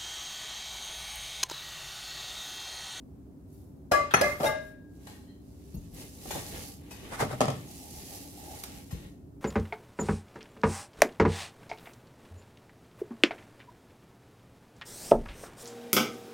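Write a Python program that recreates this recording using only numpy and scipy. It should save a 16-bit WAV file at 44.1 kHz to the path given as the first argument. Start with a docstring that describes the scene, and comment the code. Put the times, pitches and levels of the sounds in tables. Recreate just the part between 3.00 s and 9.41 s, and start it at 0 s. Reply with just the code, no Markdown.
"""In a small hard kitchen a glass jar slides and is set down on stone: it clinks, its lid claps on, it rocks on a second jar.
Someone then steps up in rustling clothes, fumbles a plastic pen off the counter and walks away.
Knocks are short bursts of coloured noise, ringing glass is a set of fading tones, and rubbing is noise with a swelling level.
The room answers every knock, over a low appliance hum; a phone with two ports stands on the counter."""
import sys
import numpy as np
from scipy import signal
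from scipy.fft import rfft, irfft, next_fast_len
from scipy.io import wavfile
from scipy.ndimage import uniform_filter1d, map_coordinates

SR = 44100
rng = np.random.default_rng(int(sys.argv[2]) if len(sys.argv) > 2 else 0)


def wav_record(signal):
    """Record a signal, one row per channel, as 16-bit PCM in the file named by sys.argv[1]."""
    frames = np.transpose(np.atleast_2d(signal))
    bounded = np.clip(frames, -1, 1)
    # unit amplitude maps onto the largest positive 16-bit level
    quanta = np.round(bounded * 32767).astype(np.int16)
    wavfile.write(sys.argv[1], SR, quanta)


N = 282681  # length of the scene in samples
T = np.arange(SR) / SR  # the life of one contact, one second long [s]

# colour of a jar's knock: (frequency [Hz], level per Hz [dB])
JAR_KNOCK = [(60, -20.5), (200, -23), (400, -11.5), (500, -9.5), (570, 0), (680, -4.5), (950, -17),
             (1700, -19), (2300, -26.5), (3500, -31), (4700, -28.5), (5250, -30), (5900, -32.5),
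             (8000, -33), (13000, -34), (16000, -40.5)]


def amp(db):
    """Turn decibels into gain."""
    return 10 ** (np.asarray(db) / 20)


def unit(x):
    """Scale to rms 1."""
    return x / np.sqrt(np.mean(x ** 2) + 1e-20)


def unit_start(x):
    """Scale so that the first 20 ms have rms 1."""
    return x / np.sqrt(np.mean(x[:, :SR // 50] ** 2))


def fade(t60):
    """A decay of 60 dB in t60 seconds."""
    return np.exp(-np.log(1000) * T / t60)


def along(points, hz):
    """Read a curve of (frequency [Hz], value) points on a log frequency axis."""
    point_hz, values = np.transpose(points)
    return np.interp(np.log(hz + 1), np.log(point_hz + 1), values)


def wobble(rate, size):
    """A smooth random curve through `rate` random points in every SR samples."""
    points = rng.standard_normal(int(size * rate / SR) + 4)
    return map_coordinates(points, [np.arange(size) * rate / SR])


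def filtered(x, response):
    """Filter x by a response that is a function of frequency."""
    size = x.shape[-1]
    padded = next_fast_len(size + SR // 4)
    spectrum = rfft(x, padded) * response(np.fft.rfftfreq(padded, 1 / SR))
    return irfft(spectrum, padded)[..., :size]


def coloured(x, gain_db, tilt_db):
    """Colour a sound, tilted about 1 kHz, without anything sounding early (minimum phase)."""
    octaves = np.log2(np.maximum(np.fft.rfftfreq(SR, 1 / SR), 100) / 1000)
    cepstrum = irfft(np.log(amp(gain_db + tilt_db * octaves)))
    # folding the second half onto the first gives the minimum phase
    cepstrum[1:SR // 2] *= 2
    cepstrum[SR // 2 + 1:] = 0
    return irfft(rfft(x) * np.exp(rfft(cepstrum)))


def diffuse(size):
    """White noise from all sides: the two ports agree only in the bass."""
    # (frequency [Hz], left-right likeness [1 = same, 0 = unrelated])
    alike = [(60, 0.92), (150, .93), (300, 0.75), (600, 0.49), (1200, 0.02), (4000, 0)]

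    def mid_and_side(hz):
        turn = np.arccos(np.clip(along(alike, hz), -1, 1)) / 2
        return np.array([np.cos(turn), np.sin(turn)])

    mid, side = filtered(rng.standard_normal((2, size)), mid_and_side)
    return np.array([mid + side, mid - side])


def rush(spectrum):
    """Steady diffuse noise of rms 1 with the given colour."""
    return unit(filtered(diffuse(N), lambda hz: amp(along(spectrum, hz))))


def add(track, s, sound):
    """Mix a sound into the track at time s."""
    part = track[:, round(s * SR):][:, :sound.shape[1]]
    part += sound[:, :part.shape[1]]


def stroke(s, db, rise, fall):
    """Gain of one rubbing movement: it gathers speed up to time s, then slows to rest."""
    shape = 1.6  # how the stroke dies away from its peak: 1 is pointed, 2 is bell-shaped
    t = np.arange(N) / SR - s
    return amp(db) * np.exp(-np.abs(t / np.where(t < 0, rise, fall)) ** shape)


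def strokes(rows):
    """Gain of several movements; where they overlap their powers add."""
    return np.sqrt(sum(stroke(*row) ** 2 for row in rows))


def friction(spectrum, grain_db, flutter_db):
    """Rubbing noise: tiny catches bunched by the uneven stroke, combed by reflections that drift as the contact moves."""
    z = signal.stft(rush(spectrum), nperseg=1024)[2]
    walls = rng.standard_normal((2, z.shape[1], 1))  # the part of the reflections that stays put
    drift = unit(uniform_filter1d(rng.standard_normal(z.shape), 24, axis=2))
    combed = signal.istft(z * amp(3 * walls + 2.5 * drift))[1][:, :N]
    grain = grain_db * wobble(900, N)
    flutter = flutter_db * wobble(35, N)
    return unit(combed * amp(grain + flutter))


def peaks(centres_hz, hz, width):
    """1 at each resonance and 0 far from all; width is a share of the frequency, and low ones are damped more."""
    return np.max([1 / (1 + ((hz - c) / (width * c + 14)) ** 2) for c in centres_hz], axis=0)


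def body(spectrum, centres_hz, peak_db, ripple_db):
    """Gain [dB] of a struck body: broad colour, main resonances and a crowd of small ones, new at every contact."""
    hz = np.fft.rfftfreq(SR, 1 / SR)
    crowd = ripple_db * wobble(450, len(hz)) * np.clip(hz / 2500, 0, 1)  # a random point every 98 Hz
    return along(spectrum, hz) + peak_db * peaks(centres_hz, hz, width=0.02) + crowd


def room_tail(damping):
    """The kitchen's answer: each frequency dies at its own speed, faster the higher the damping."""
    # (frequency [Hz], time to fall 60 dB at a damping of 1 [s])
    kitchen = [(100, 0.98), (500, 0.26), (2000, 0.48), (6000, 0.41), (14000, 0.22)]
    hz, t, z = signal.stft(diffuse(SR), SR, nperseg=256)
    decay = np.exp(-np.log(1000) * damping * t / along(kitchen, hz)[:, None])
    tail = signal.istft(z * decay, SR)[1][:, :SR]
    build_up = 1 - np.exp(-T / .006)
    return unit(tail * build_up) / np.sqrt(SR)


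def knock(gain_db, tilt_db, length, scatter_db, room_db, damping, pan_db):
    """One contact: the surfaces chatter briefly, nearby things scatter the sound and the room answers."""
    lead = 15  # samples by which the left port hears the direct sound first
    burst = unit(fade(length) * (1 - np.exp(-10 * T / length))) / np.sqrt(SR)
    chatter = burst * rng.standard_normal(SR)
    direct = np.array([chatter, np.roll(chatter, lead)])
    scattered = amp(scatter_db) * burst * diffuse(SR)
    near = coloured(direct + scattered, gain_db, tilt_db)
    far = coloured(room_tail(damping), gain_db, tilt_db)
    both = unit(near) + amp(room_db) * unit(far)
    return unit_start(both * amp([[pan_db / 2], [-pan_db / 2]]))


def ring(modes, favoured_hz, pitch, waver, favour_db):
    """Glass tones swell and fade; the point of contact favours one, and reflections make the high ones waver most."""
    out = np.zeros((2, SR))
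    for hz, db, t60, swell, pan_db in modes:
        shape = fade(t60) * (1 - np.exp(-T / swell)) ** 2
        shape = np.sqrt(2) * shape / shape.max()
        favour = favour_db * np.exp(-(np.log2(hz / favoured_hz) * 10) ** 2)
        level = db + favour + rng.normal(0, 1)
        depth = waver * np.sqrt(hz / 1000)
        for port, side in enumerate((1, -1)):
            echoes = 1 + depth * (wobble(80, SR) + 1j * wobble(80, SR))
            echoes = echoes / np.sqrt(1 + 2 * depth ** 2)  # deeper wavering is not louder
            phase = 2 * np.pi * hz * pitch * T + port * rng.uniform(0, np.pi * 2 / 3)
            tone = np.imag(echoes * np.exp(1j * phase))
            out[port] += amp(level + side * pan_db / 2) * shape * tone
    return out


def glass(hits, modes, spectrum, peak_db, ripple_db, length, scatter_db, room_db, pan_db, waver, favour_db):
    """Every blow gives a hollow knock and sets the glass ringing; what it leans on shifts its pitch."""
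    out = np.zeros((2, N))
    for s, db, tilt_db, ring_db, favoured_hz, pitch in hits:
        colour = body(spectrum, [mode[0] for mode in modes], peak_db, ripple_db)
        add(out, s, amp(db) * knock(colour, tilt_db, length, scatter_db, room_db, 0.88, pan_db))
        add(out, s, amp(ring_db) * ring(modes, favoured_hz, pitch, waver, favour_db))
    return out


def bumps(rows, spectrum, centres_hz, peak_db, ripple_db, scatter_db, room_db, damping, pan_db):
    """Dead contacts that hardly ring: each is one knock coloured by the body that is struck."""
    out = np.zeros((2, N))
    for s, db, tilt_db, length in rows:
        colour = body(spectrum, centres_hz, peak_db, ripple_db)
        add(out, s, amp(db) * knock(colour, tilt_db, length, scatter_db, room_db, damping, pan_db))
    return out


def background():
    """Low appliance rumble with a droning band, and faint hiss, all made of steady noise."""
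    # rumble: (frequency [Hz], level per Hz [dB])
    rumble = [(12, -68.5), (20, -47), (42, -16), (65, -2.5), (117, -6.5), (133, -10.5), (151, -5.5),
              (251, -11), (323, -15), (401, -11), (431, -22.5), (481, -21), (566, -26), (608, -24.5),
              (1500, -46.5), (1950, -71.5), (3300, -120)]
    drone = [(200, -55.0), (245, -4.0), (275, 1.5), (300, -0.5), (350, -58)]
    hiss = [(500, 8.5), (3000, -13), (15000, -11.0)]
    return amp(-51.0) * rush(rumble) + amp(-55.5) * rush(drone) + amp(-68) * rush(hiss)


def slide():
    """A jar's glass base hisses smoothly over the polished stone."""
    # (peak time [s], level [dB], rise [s], fall [s])
    slides = [(0.55, -66, .06, 0.16), (1.25, -45.5, .03, 0.11), (1.458, -42, 0.062, 0.049),
              (1.67, -62, 0.071, 0.054)]
    spectrum = [(500, -21.5), (2500, -6.5), (7000, -1), (12000, 4), (16000, -3.0)]
    return strokes(slides) * friction(spectrum, grain_db=1.5, flutter_db=.6)


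def jar():
    """The jar meets the stone: hollow knocks and ringing glass."""
    # (time [s], knock level [dB], brightness [dB per octave], ring level [dB], favoured tone [Hz], pitch ratio)
    hits = [(0.913, -29, -1, -57, 630, 1.5), (0.9165, -21, -0.5, -30.5, 1144, 1.004),
            (1.2105, -20, 0, -34.5, 2070, 1.008), (1.43, -26.5, -0.5, -50.5, 1152, 0.75),
            (1.441, -25, -0.5, -50, 590, .99), (1.447, -29, -1.5, -48.5, 1152, 1.03)]
    # tones: (frequency before the pitch ratio [Hz], level [dB], time to fall 60 dB [s], swell [s],
    # left over right [dB])
    modes = [(585, 1.5, 0.22, 0.086, -0.5), (1155, -2, 0.3, 0.028, 8.5), (1224, -21, 0.2, .02, 11),
             (1420, -21.5, 0.35, .01, -4.5), (1662, 2, 0.093, 0.061, 7.5), (2067, -3.5, 0.26, 0.056, -5),
             (2390, -18.5, .25, 0.0075, 0), (2470, -13, 0.41, 0.009, -5.5), (2750, -20.5, 0.21, .01, 0),
             (2930, -16.5, 0.22, 0.0055, -2), (3310, -28, .35, 0.0057, 5), (4050, -19.5, 0.44, .001, -1),
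             (5180, -3.5, 0.19, 0.00091, -3), (5100, -16.5, 0.25, .001, -7.5),
             (6070, -22, 0.22, .001, -6.5), (6600, -22, 0.29, .001, 16.5), (7600, -15, 0.23, .001, -1),
             (10400, -23.5, .2, 0.0012, 1.5), (10600, -22.5, .2, .001, 11), (11800, -25, .17, .001, 0)]
    return glass(hits, modes, JAR_KNOCK, peak_db=6, ripple_db=2.0, length=0.037, scatter_db=1.5,
                 room_db=0.0, pan_db=1.5, waver=0.37, favour_db=8)


def rim_graze():
    """The lid grazes the rim just before it shuts: a faint dead contact."""
    # (time [s], level [dB], brightness [dB per octave], contact length [s])
    grazes = [(1.107, -37.5, -1, .06)]
    rim = [(300, -20.5), (1000, -7.0), (1400, 5), (2200, -10.0), (3500, -2.0), (5500, -20), (15000, -22.0)]
    return bumps(grazes, rim, [1400, 3400], peak_db=0.5, ripple_db=0.5, scatter_db=4,
                 room_db=2.5, damping=0.94, pan_db=-0.5)


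def lid():
    """The lid meets the jar: a short clap that rings as it lands."""
    # (time [s], knock level [dB], brightness [dB per octave], ring level [dB], favoured tone [Hz], pitch ratio)
    hits = [(1.1375, -20, 2, -31.5, 6160, 1), (1.1425, -18, 0, -52, 1432, 0.79)]
    # tones: (frequency before the pitch ratio [Hz], level [dB], time to fall 60 dB [s], swell [s],
    # left over right [dB])
    modes = [(793, 4.5, 0.11, 0.0012, 2), (1370, 6, 0.1, 0.0022, 2), (1506, 3, .16, .002, 2),
             (1980, -1, .12, .001, 2), (2380, 4.5, 0.05, .001, 0), (3400, -24, 0.17, .001, 0),
             (4250, -11.5, 0.4, 0.0145, 0), (6100, -6.5, .2, .0005, 0), (6720, -10.5, .12, .0005, 0),
             (8600, -13.5, 0.1, .0005, 0), (10670, 1, 0.11, .0005, -1), (10800, -14, .13, .0005, 0)]
    # colour of the knock: (frequency [Hz], level per Hz [dB])
    spectrum = [(47, -33), (80, -2.5), (581, 0), (649, -0.5), (741, 4.5), (827, -2.5), (1400, -0.5),
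                (2430, -10.5), (3700, -24), (4220, -29.5), (6280, -20.5), (7010, -41), (10700, -26),
                (15500, -46.5)]
    return glass(hits, modes, spectrum, peak_db=1.5, ripple_db=6.5, length=0.018, scatter_db=7,
                 room_db=-4.5, pan_db=2.5, waver=0.58, favour_db=1.0)


def counter_knocks():
    """Body, hand and pen knock dully against the counter, whose resonances die at once."""
    # (time [s], level [dB], brightness [dB per octave], contact length [s])
    knocks = [(1.399, -30.5, -1, 0.1), (3.255, -45, -2, 0.04), (3.35, -36.5, -3, 0.082),
              (4.119, -42, -0.5, 0.054), (4.205, -29.5, 1.5, 0.054), (4.221, -26.5, -2.5, 0.037),
              (4.303, -38, -3, 0.061), (4.326, -37.5, -1, 0.044), (4.4058, -22.5, 1, 0.014),
              (4.4125, -22, 0, 0.027), (4.456, -35, 1, 0.0034), (4.48, -26.5, -0.5, 0.036),
              (4.501, -37, 2, 0.025)]
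    # colour: (frequency [Hz], level per Hz [dB])
    spectrum = [(35, -45), (60, -19), (123, -5.5), (351, -7), (560, -1.5), (773, -3.5), (849, -8),
                (1320, -12.5), (1480, -25), (1790, -20), (11200, -32), (15500, -47)]
    # dead resonances of the counter and the pen: frequency [Hz]
    resonances = [129, 235, 430, 598, 770, 1170, 1320, 1810, 3250, 4910, 5530, 6620]
    return bumps(knocks, spectrum, resonances, peak_db=6.0, ripple_db=-1.5, scatter_db=6.5,
                 room_db=-2.5, damping=1.27, pan_db=0.5)


def second_jar():
    """The second jar is nudged and rings on freely."""
    # (time [s], knock level [dB], brightness [dB per octave], ring level [dB], favoured tone [Hz], pitch ratio)
    nudges = [(1.454, -32, -4.5, -33, 630, 0.99)]
    # tones: (frequency before the pitch ratio [Hz], level [dB], time to fall 60 dB [s], swell [s],
    # left over right [dB])
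    modes = [(630, -4, 0.42, 0.043, 5.5), (871, -2.5, 0.18, 0.0044, -5), (1650, -5.5, 0.72, 0.013, 6.5),
             (2102, -1.5, 0.34, .008, 2), (2890, -18, 0.4, .005, -1), (3710, -11, 0.15, 0.0015, 1.5),
             (5870, -11, 0.094, .001, 3)]
    return glass(nudges, modes, JAR_KNOCK, peak_db=17, ripple_db=19, length=0.031, scatter_db=0,
                 room_db=-5.5, pan_db=7, waver=0.12, favour_db=4)


def clothes():
    """Each movement swishes in the treble and, as the cloth presses, rubs lower down; a faint hollow band swells too."""
    # movements of the body: (peak time [s], swish level [dB], rise [s], fall [s], rub over swish [dB])
    moves = [(2.11, -58, .12, .12, 1), (2.78, -64, 0.36, 0.22, -1.5), (2.998, -46.5, 0.052, 0.1, 1.5),
             (3.36, -41.5, 0.16, 0.18, -0.5), (3.585, -48.5, 0.097, 0.074, 5.5),
             (3.66, -47, 0.14, 0.1, -5.5), (4.17, -56.5, 0.32, 0.34, 10), (4.55, -56, 0.37, 0.3, 4.5),
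             (4.75, -50.5, 0.087, 0.11, -14), (5.11, -46.5, 0.32, 0.25, -5), (5.55, -49, 0.28, 0.27, -2),
             (5.77, -59.5, 0.085, 0.075, 7), (6.035, -60, 0.2, 0.079, 8.5)]
    # hollow band: (peak time [s], level [dB], rise [s], fall [s])
    hollows = [(3.5, -55.5, 0.27, 0.26), (5.0, -56, 0.55, 0.24), (5.57, -52.5, 0.3, 0.21)]
    # colour of the swish: (frequency [Hz], level per Hz [dB])
    swish_colour = [(1180, -73), (2000, -42), (2640, -5), (3510, -4), (4510, 1), (9320, 0), (11000, 1),
                    (12700, -1), (15800, -8)]
    # colour of the rub: (frequency [Hz], level per Hz [dB])
    rub_colour = [(300, 3), (500, 1.5), (730, -6.5), (840, -3.5), (980, -8), (1400, -12), (1900, -6.5),
                  (2600, -8.5), (4000, -11.5), (8000, -61)]
    hollow_colour = [(450, -30), (600, -9), (740, -7), (820, 0), (900, -10.5), (1050, -39.5)]
    rub_span = 0.81  # share of a movement's length in which the cloth presses hard enough to rub

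    swish = strokes([(s, db, rise, fall) for s, db, rise, fall, rub_db in moves])
    rub = strokes([(s, db + rub_db, rub_span * rise, rub_span * fall) for s, db, rise, fall, rub_db in moves])
    fine = friction(swish_colour, grain_db=2, flutter_db=.5) * amp([[-1], [.8]])  # a little to the right
    coarse = friction(rub_colour, grain_db=1.5, flutter_db=.9)
    waver = unit(amp(3.5 * wobble(20, N)))  # the hollow band comes and goes
    hollow = strokes(hollows) * waver * rush(hollow_colour)
    folds = amp(1.0 * wobble(14, N))  # folds catch and let go within a movement
    return folds * (swish * fine + rub * coarse + hollow)


def scuffs():
    """Clothing scuffs: soft dead contacts, mostly scattered sound."""
    # (time [s], level [dB], brightness [dB per octave], contact length [s])
    rows = [(2.068, -48, -0.5, 0.048), (3.306, -35.5, 0, 0.045), (3.906, -46, 1.5, 0.095),
            (5.905, -49, 2, 0.11)]
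    fabric = [(200, -7), (800, 6.0), (1300, -2), (6000, -8), (12000, -10.0), (16000, -24)]
    return bumps(rows, fabric, [830, 1900], peak_db=8.5, ripple_db=4.5, scatter_db=22,
                 room_db=1.5, damping=0.61, pan_db=3.5)


def creak():
    """Something gives a faint, thin creak: noise squeezed into a few resonances."""
    # (peak time [s], level [dB], rise [s], fall [s])
    creaks = [(2.3, -66.5, .025, 0.08)]
    # resonances: frequency [Hz]
    resonances = [1910, 3140, 4130]
    thin = filtered(diffuse(N), lambda hz: peaks(resonances, hz, width=0.025))
    return strokes(creaks) * unit(thin)


def footsteps():
    """Heels knock on the floor, which answers mostly in the bass."""
    # (time [s], level [dB], brightness [dB per octave], contact length [s])
    heels = [(2.74, -37, 2.5, 0.04), (2.762, -36, 1, 0.063), (2.93, -48.5, 3.5, 0.07),
             (5.925, -33, -6.5, 0.039), (5.942, -41, 1, 0.042)]
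    # colour: (frequency [Hz], level per Hz [dB])
    floor = [(20, -7), (50, -1), (90, -7), (130, 2.5), (180, -1.5), (260, -17), (500, -22), (2000, -62)]
    return bumps(heels, floor, [52, 82, 175], peak_db=8.0, ripple_db=11.5, scatter_db=-3,
                 room_db=-5.5, damping=0.75, pan_db=2.0)


def drag():
    """The pen's plastic barrel scrapes over the stone as the fingers close on it."""
    # (peak time [s], level [dB], rise [s], fall [s])
    drags = [(4.16, -40, 0.049, .04), (4.206, -32.5, 0.02, 0.04), (4.32, -43, 0.038, 0.043)]
    # colour: (frequency [Hz], level per Hz [dB])
    pen = [(200, -5), (500, -9), (900, 3), (1400, -1.5), (2100, -1), (2700, -15.5), (5000, -15.5),
           (9000, -14.5), (16000, -27)]
    return strokes(drags) * friction(pen, grain_db=2, flutter_db=3.0)


def click():
    """One small, dry click: a short crisp contact."""
    # (time [s], level [dB], brightness [dB per octave], contact length [s])
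    clicks = [(5.6355, -39.5, 1.5, 0.023)]
    crisp = [(300, -20), (1000, 5), (3000, 0.5), (6000, 0.5), (12000, -4.5), (16000, -7.5)]
    return bumps(clicks, crisp, [5500], peak_db=2, ripple_db=1.5, scatter_db=-3,
                 room_db=-4, damping=1.1, pan_db=-2)


def scene():
    """Jars, the hand on the counter, clothes and steps in the kitchen."""
    jars = slide() + jar() + rim_graze() + lid() + second_jar()
    person = counter_knocks() + clothes() + scuffs() + footsteps() + drag()
    return background() + jars + person + creak() + click()


def record(dry):
    """The phone sheds the deepest bass and keeps next to nothing above its band limit."""
    bass_hz, top_hz = 42, 15850

    def response(hz):
        bass = (1j * hz) ** 2 / (bass_hz ** 2 + 1j * bass_hz * hz - hz ** 2)
        return bass / (1 + (hz / top_hz) ** 200)

    return filtered(dry, response)


dry = scene()
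out = record(dry)
wav_record(out)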